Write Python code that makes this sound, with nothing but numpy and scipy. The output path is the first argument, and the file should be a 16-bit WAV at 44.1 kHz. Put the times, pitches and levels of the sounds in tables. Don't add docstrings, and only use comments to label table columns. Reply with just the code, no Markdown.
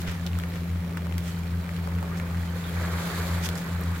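import sys
import numpy as np
from scipy import signal
from scipy.fft import rfft, irfft
from scipy.io import wavfile

SR = 44100
rng = np.random.default_rng(int(sys.argv[2]) if len(sys.argv) > 2 else 0)


def to_wav(s):
    ch = np.atleast_2d(s).T
    pcm = np.round(np.clip(ch, -1, 1) * 32767)
    wavfile.write(sys.argv[1], SR, pcm.astype(np.int16))


N = 176400


def amp(db):
    return 10 ** (np.asarray(db) / 20)


def unit(x):
    return x / np.sqrt(np.mean(x ** 2) + 1e-20)


def curve(points, hz):
    f, value = np.transpose(points)
    return np.interp(np.log(hz + 1), np.log(f + 1), value)


def bins(size):
    return np.fft.rfftfreq(size, 1 / SR)


def colour(x, gain):
    return irfft(rfft(x) * gain, x.shape[-1])


def hump(hz, centre_hz, width_oct):
    return 1 / (1 + (np.log2(hz / centre_hz) / width_oct) ** 4)


def burst(t, rise_s, fall_s):
    return np.exp(-np.maximum(-t / rise_s, t / fall_s))


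def add(mix, s, sound):
    part = mix[:, max(round(s * SR), 0):][:, :sound.shape[1]]
    part += sound[:, :part.shape[1]]


def pan(db):
    return amp(np.array([[.5], [-.5]]) * db)


def drift(rate_hz):
    return unit(colour(rng.standard_normal(N), np.exp(-(bins(N) / rate_hz) ** 2)))


def diffuse():
    # frequency in Hz, likeness of left and right from 0 to 1.
    ear_likeness = [(60, 0.95), (130, 0.93), (290, 0.87), (640, 0.65), (1410, 0.0094), (3100, 0),
                    (6820, 0.0), (15000, 0.01)]
    same = np.clip(curve(ear_likeness, bins(N)), 0, 1)
    mid = colour(rng.standard_normal(N), np.sqrt((1 + same) / 2))
    side = colour(rng.standard_normal(N), np.sqrt((1 - same) / 2))
    return np.array([mid + side, mid - side])


def impacts(per_s, spread_db, size):
    chance, train = rng.random(size) * SR / per_s, np.zeros(size)
    at = np.flatnonzero(chance < 1)
    strength = np.minimum(-np.log(chance[at] + 1e-12), 4.5)
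    train[at] = (-1.) ** at * amp(spread_db * strength)
    return train


def scatter(x, decay_s=0.015):
    t = np.arange(4096) / SR
    tail = rng.standard_normal((2, len(t))) * np.exp(-t / decay_s)
    return signal.oaconvolve(x, tail / np.linalg.norm(tail[0]), axes=1)[:, :N]


def engines():
    # early firing rate in Hz, late rate in Hz, middle of the glide in seconds.
    firing_rates = [(85.41, 85.115, 2.69), (82.89, 83.13, 1.81), (90.32, 90.43, 2.57)]
    # levels in dB of the firing tone, its octave and its twelfth.
    harmonic_levels = [(-34, -34, -53.5), (-36, -56, -63.5), (-40, -50, -58)]
    # pitch in Hz, level in dB.
    hum = [(74.2, -53), (156.4, -59), (176.1, -53), (186.4, -55), (372.8, -59)]
    in_step_s, waver_db = .35, .5
    t, out = np.arange(N) / SR, np.zeros(N)
    for (early, late, change), levels in zip(firing_rates, harmonic_levels):
        firings = np.cumsum(np.interp(t, [change - .2, change + .2], [early, late])) / SR
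        firings -= firings[round(in_step_s * SR)]
        for k, db in enumerate(levels, 1):
            gain = np.sqrt(2) * amp(db + waver_db * drift(rate_hz=4.1))
            out -= gain * np.cos(2 * np.pi * k * firings)
    for hz, db in hum:
        out += np.sqrt(2) * amp(db) * np.sin(2 * np.pi * (hz * t + rng.random()))
    return out * pan(db=1.03)


def air():
    # frequency in Hz, gain in dB.
    air_eq = [(20, -33), (35, -9.5), (55, -5), (80, -1), (115, -1), (140, -4), (185, -1), (230, -7),
              (330, -12), (600, -19.5), (1500, -22), (3000, -25), (6000, -33.5), (9000, -36.5),
              (11500, -34.5), (16000, -31.5)]
    return amp(-40) * unit(colour(diffuse(), amp(curve(air_eq, bins(N)))))


def bubbles(low_hz, high_hz, per_s, cycles, spread_db, count=36):
    ear_delay_s, width_db = 0.000097, 5
    out = np.zeros((2, N))
    for k, (place, delay, side) in enumerate(np.c_[rng.random(count), rng.standard_normal((count, 2))]):
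        hz = low_hz * (high_hz / low_hz) ** ((k + place) / count)
        t = np.arange(0, cycles / hz + .001, 1 / SR)
        ear_time = t + np.array([[.5], [-.5]]) * delay * ear_delay_s - .0003
        age = np.maximum(ear_time, 0) * hz / cycles
        ring = np.exp(-4 * age) * np.sin(2 * np.pi * cycles * age * (1 + 0.078 * age))
        births = impacts(per_s / count, spread_db, N) / np.sqrt(per_s)
        swarm = unit(signal.oaconvolve(births[None], ring, axes=1)[:, :N])
        out += np.sqrt(hz) * pan(width_db * side) * swarm
    return unit(out + amp(-14) * scatter(out))


def water():
    # time in seconds, then gurgle, splash and fizz levels in dB.
    swell = [(0, -45.5, -46, -48), (.25, -51.5, -49, -57.5), (.5, -48, -48.5, -52.5),
             (.8, -50.5, -51.5, -62), (1.1, -47.5, -49, -70), (1.28, -49.5, -48.5, -47),
             (1.55, -52.5, -49, -58.5), (1.801, -50, -48.5, -53), (2.05, -47.5, -45, -55),
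             (2.25, -46.5, -45.5, -55.5), (2.56, -48, -45.5, -50), (2.72, -43, -42.5, -45),
             (2.92, -42.5, -39.5, -43.5), (3.2, -40.5, -36.7, -40.5), (3.4, -42.5, -39, -44.5),
             (3.7, -46, -42, -47.5), (4, -48, -42.5, -48.5)]
    edges = [260, 800, 2600, 16000]
    # bubbles per second at average level, cycles of ring,
    # spread of strengths in dB, wash against bubbles in dB.
    textures = [(343, 5.3, 1.5, -1), (1400, 9, 3, -4.5), (2900, 15, 4.5, -1)]
    # frequency in Hz, gain in dB.
    water_eq = [(280, -8), (420, 2), (550, 1), (720, -4), (1150, -3), (1750, -4.5), (2350, -8), (2800, -18),
                (3700, -15), (4500, -16.5), (5500, -23.5), (7300, -19.5), (8700, -26), (11500, -22.5),
                (15800, -26.5)]
    # frequency in Hz, left minus right in dB.
    lean = [(100, 23), (400, 1.5), (700, 0), (1250, -2.5), (2400, -2.5), (8000, 1.5), (15000, 0)]
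    crowding = .7
    t, hz, out = np.arange(N) / SR, bins(N), np.zeros((2, N))
    times, *levels = np.transpose(swell)
    tone = amp(curve(water_eq, hz)) * pan(curve(lean, hz))
    for low, high, level, (per_s, cycles, spread_db, wash_db) in zip(edges, edges[1:], levels, textures):
        db = np.interp(t, times, level)
        rate = per_s * amp(db - db.mean()) ** (2 * crowding)
        wash = unit(colour(diffuse(), (hz > low) * (hz < high)))
        wash *= amp(3.16 * drift(rate_hz=18.5))
        froth = bubbles(low, high, rate, cycles, spread_db) + amp(wash_db) * wash
        low_cut = 1 / np.sqrt(1 + (.8 * low / (hz + 1)) ** 8)
        out += amp(db) * unit(colour(froth, tone * low_cut))
    return out


def ticks():
    # frequency in Hz, gain in dB.
    tick_eq = [(200, -36), (600, -6), (1200, -0.5), (3200, -0.5), (6500, -10), (9000, -12), (15000, -20)]
    direct = impacts(per_s=130, spread_db=1, size=N) * np.ones((2, 1))
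    echo = scatter(direct, decay_s=0.0012)
    return amp(-54) * unit(colour(direct + echo, amp(curve(tick_eq, bins(N)))))


def crunches(size=16384):
    # loudest moment, rise and fall in seconds, level in dB, tilt in dB per octave.
    shifts = [(0.017, 0.0021, 0.003, -36, 2.5), (.079, 0.018, 0.057, -36, -5),
              (0.117, 0.005, 0.0078, -42.5, 10), (.27, 0.0028, 0.012, -43, -2),
              (0.561, .04, 0.032, -46.5, -4), (.974, .004, 0.0087, -41, -4.5),
              (1.29, 0.047, 0.016, -44.5, 1), (2.175, .01, 0.031, -45.5, 1), (3.438, 0.0082, 0.019, -39, 1),
              (3.459, 0.017, 0.011, -30, 1.5), (3.58, 0.0089, .015, -40, 3.5)]
    # frequency in Hz, gain in dB.
    gravel_eq = [(200, -17.5), (600, -18), (1500, 4), (3200, 6.5), (4500, -1.5), (5900, 4), (9000, -5.5),
                 (12000, -5.5), (16000, -15)]
    t, hz, out = (np.arange(size) - size // 2) / SR, bins(size), np.zeros((2, N + size))
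    for s, rise_s, fall_s, db, tilt in shifts:
        contacts = np.array([impacts(per_s=2600, spread_db=4, size=size) for ear in range(2)])
        grit = unit(colour(contacts, amp(curve(gravel_eq, hz) + tilt * np.log2(hz + 1))))
        add(out, s, amp(db) * grit * burst(t, rise_s, fall_s))
    out = out[:, size // 2:][:, :N]
    return (out + .5 * scatter(out, decay_s=0.0032)) * pan(db=-2.0)


def stone_ring(centre_hz, treble_db, size=2048, low_cut_hz=378):
    hz = bins(size) + 1
    low_cut = hz ** 2 / (hz ** 2 + low_cut_hz ** 2)
    gain = (hump(hz, centre_hz, width_oct=0.75) + amp(treble_db)) * low_cut
    cepstrum = irfft(np.log(np.maximum(gain, 1e-4)))
    fold = np.r_[1, np.full(size // 2 - 1, 2), 1, np.zeros(size // 2 - 1)]
    ring = irfft(np.exp(rfft(cepstrum * fold)))
    return ring / abs(ring).max()


def clicks(size=2048):
    # start in seconds, level in dB, pitch in Hz, treble in dB, left minus right in dB.
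    knocks = [(.078, -26.5, 2370, -26, -2), (.096, -28, 2390, -24, -2), (0.265, -20, 3400, -18, 1),
              (.273, -27, 2900, -18, 6), (.332, -29.5, 2190, -20, -4), (.353, -29, 1400, -25, -6),
              (.388, -18, 1000, -18, 3), (.399, -23.5, 1980, -18, -1), (0.4369, -23.5, 1500, -24, 2),
              (0.9721, -20, 1150, -22, 1), (1.069, -26, 1100, -21, 2), (1.124, -24.5, 2000, -9, 12),
              (1.181, -13, 2200, -1, -1), (1.692, -27, 1440, -30, -3), (1.765, -25.5, 2600, -15, -2),
              (1.874, -26, 820, -31, 2), (1.986, -31, 1630, -26, 0), (2.028, -24.5, 785, -30, -2),
              (2.199, -23.5, 1400, -26, 2), (2.346, -28.5, 1500, -23, 0), (3.489, -11.5, 3220, -8, 0),
              (3.555, -23.5, 6200, -15, -6), (3.837, -24, 6400, -1, -4)]
    scuff_s, rattle_s = 0.00059, 0.011
    t, out = np.arange(size) / SR, np.zeros((2, N))
    decay = amp(-1.5) * np.exp(-t / scuff_s) + amp(-18) * np.exp(-t / rattle_s)
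    for s, db, hz, treble_db, side_db in knocks:
        ring = stone_ring(hz, treble_db)
        strike = (t == 0) + decay * rng.standard_normal((2, size))
        knock = signal.fftconvolve(strike, ring[None], axes=1)
        knock *= 2 * np.linalg.norm(ring) / np.linalg.norm(knock)
        add(out, s, amp(db) * pan(side_db) * knock)
    return out


def birds():
    # start and length in seconds, first and last pitch in Hz, level in dB.
    chirps = [(1.23, .16, 3330, 2900, -60), (2.368, .11, 3520, 3120, -60.5),
              (2.467, 0.045, 3130, 3070, -54.5), (2.639, 0.0082, 3760, 3280, -42.5),
              (2.648, 0.02, 3540, 3750, -51), (2.676, 0.015, 3500, 3050, -48)]
    out, waver = np.zeros((2, N)), 1 + .028 * drift(rate_hz=110)
    for s, length, start_hz, end_hz, db in chirps:
        age = np.arange(0, 1, 1 / (length * SR))
        hz = (start_hz + (end_hz - start_hz) * age) * waver[round(s * SR):][:len(age)]
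        whistle = np.sqrt(2) * np.sin(2 * np.pi * np.cumsum(hz) / SR)
        add(out, s, amp(db) * np.sin(np.pi * age) * whistle[None])
    return out + amp(-3) * scatter(out, decay_s=0.028)


def plops(size=4096):
    # start in seconds, peak in dB, starting pitch in Hz.
    large_bubbles = [(1.888, -42, 970), (2.113, -40.5, 1190), (2.558, -38.5, 522), (2.834, -34, 1663),
                     (3.133, -38, 1672), (3.533, -35, 554)]
    rise_s, glide_per_s = 0.0049, 1.5
    t, out = np.arange(size) / SR, np.zeros((2, N))
    envelope = t / rise_s * np.exp(1 - t / rise_s)
    for s, db, hz in large_bubbles:
        ring = np.sin(2 * np.pi * hz * t * (1 + glide_per_s * t / 2))
        add(out, s, amp(db) * envelope * ring[None])
    return out + amp(-14) * scatter(out)


def slops(size=8192):
    # loudest moment in seconds, level in dB, pitch in Hz.
    spills = [(2.81, -40, 1250), (2.845, -37.5, 1500), (2.985, -38, 1500), (3.203, -38, 1100),
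              (3.387, -39, 1400)]
    t, hz, out = (np.arange(size) - size // 2) / SR, bins(size) + 1, np.zeros((2, N + size))
    for s, db, centre_hz in spills:
        drops = impacts(per_s=1500, spread_db=1.5, size=size)
        splash = unit(colour(drops, hump(hz, centre_hz, width_oct=.65)))
        add(out, s, amp(db) * splash[None] * burst(t, rise_s=.007, fall_s=.016))
    out = out[:, size // 2:][:, :N]
    return (out + 0.48 * scatter(out, decay_s=0.0044)) * pan(db=-2.5)


def snaps(size=256, decay_s=.0002):
    # start in seconds, level in dB, pitch in Hz.
    tiny_bubbles = [(3.8112, -22.5, 14200), (3.98, -28, 13500)]
    t, out = np.arange(size) / SR, np.zeros((2, N))
    for s, db, hz in tiny_bubbles:
        add(out, s, amp(db) * np.exp(-t / decay_s) * np.sin(2 * np.pi * hz * t)[None])
    return out


def scene():
    bed = engines() + air() + water() + ticks()
    return bed + crunches() + clicks() + birds() + plops() + slops() + snaps()


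def record(dry, cutoff_hz=15950):
    low_pass = signal.firwin(511, cutoff_hz, window=("kaiser", 9), fs=SR)
    return signal.oaconvolve(dry, low_pass[None], "same")


dry = scene()
out = record(dry)
to_wav(out)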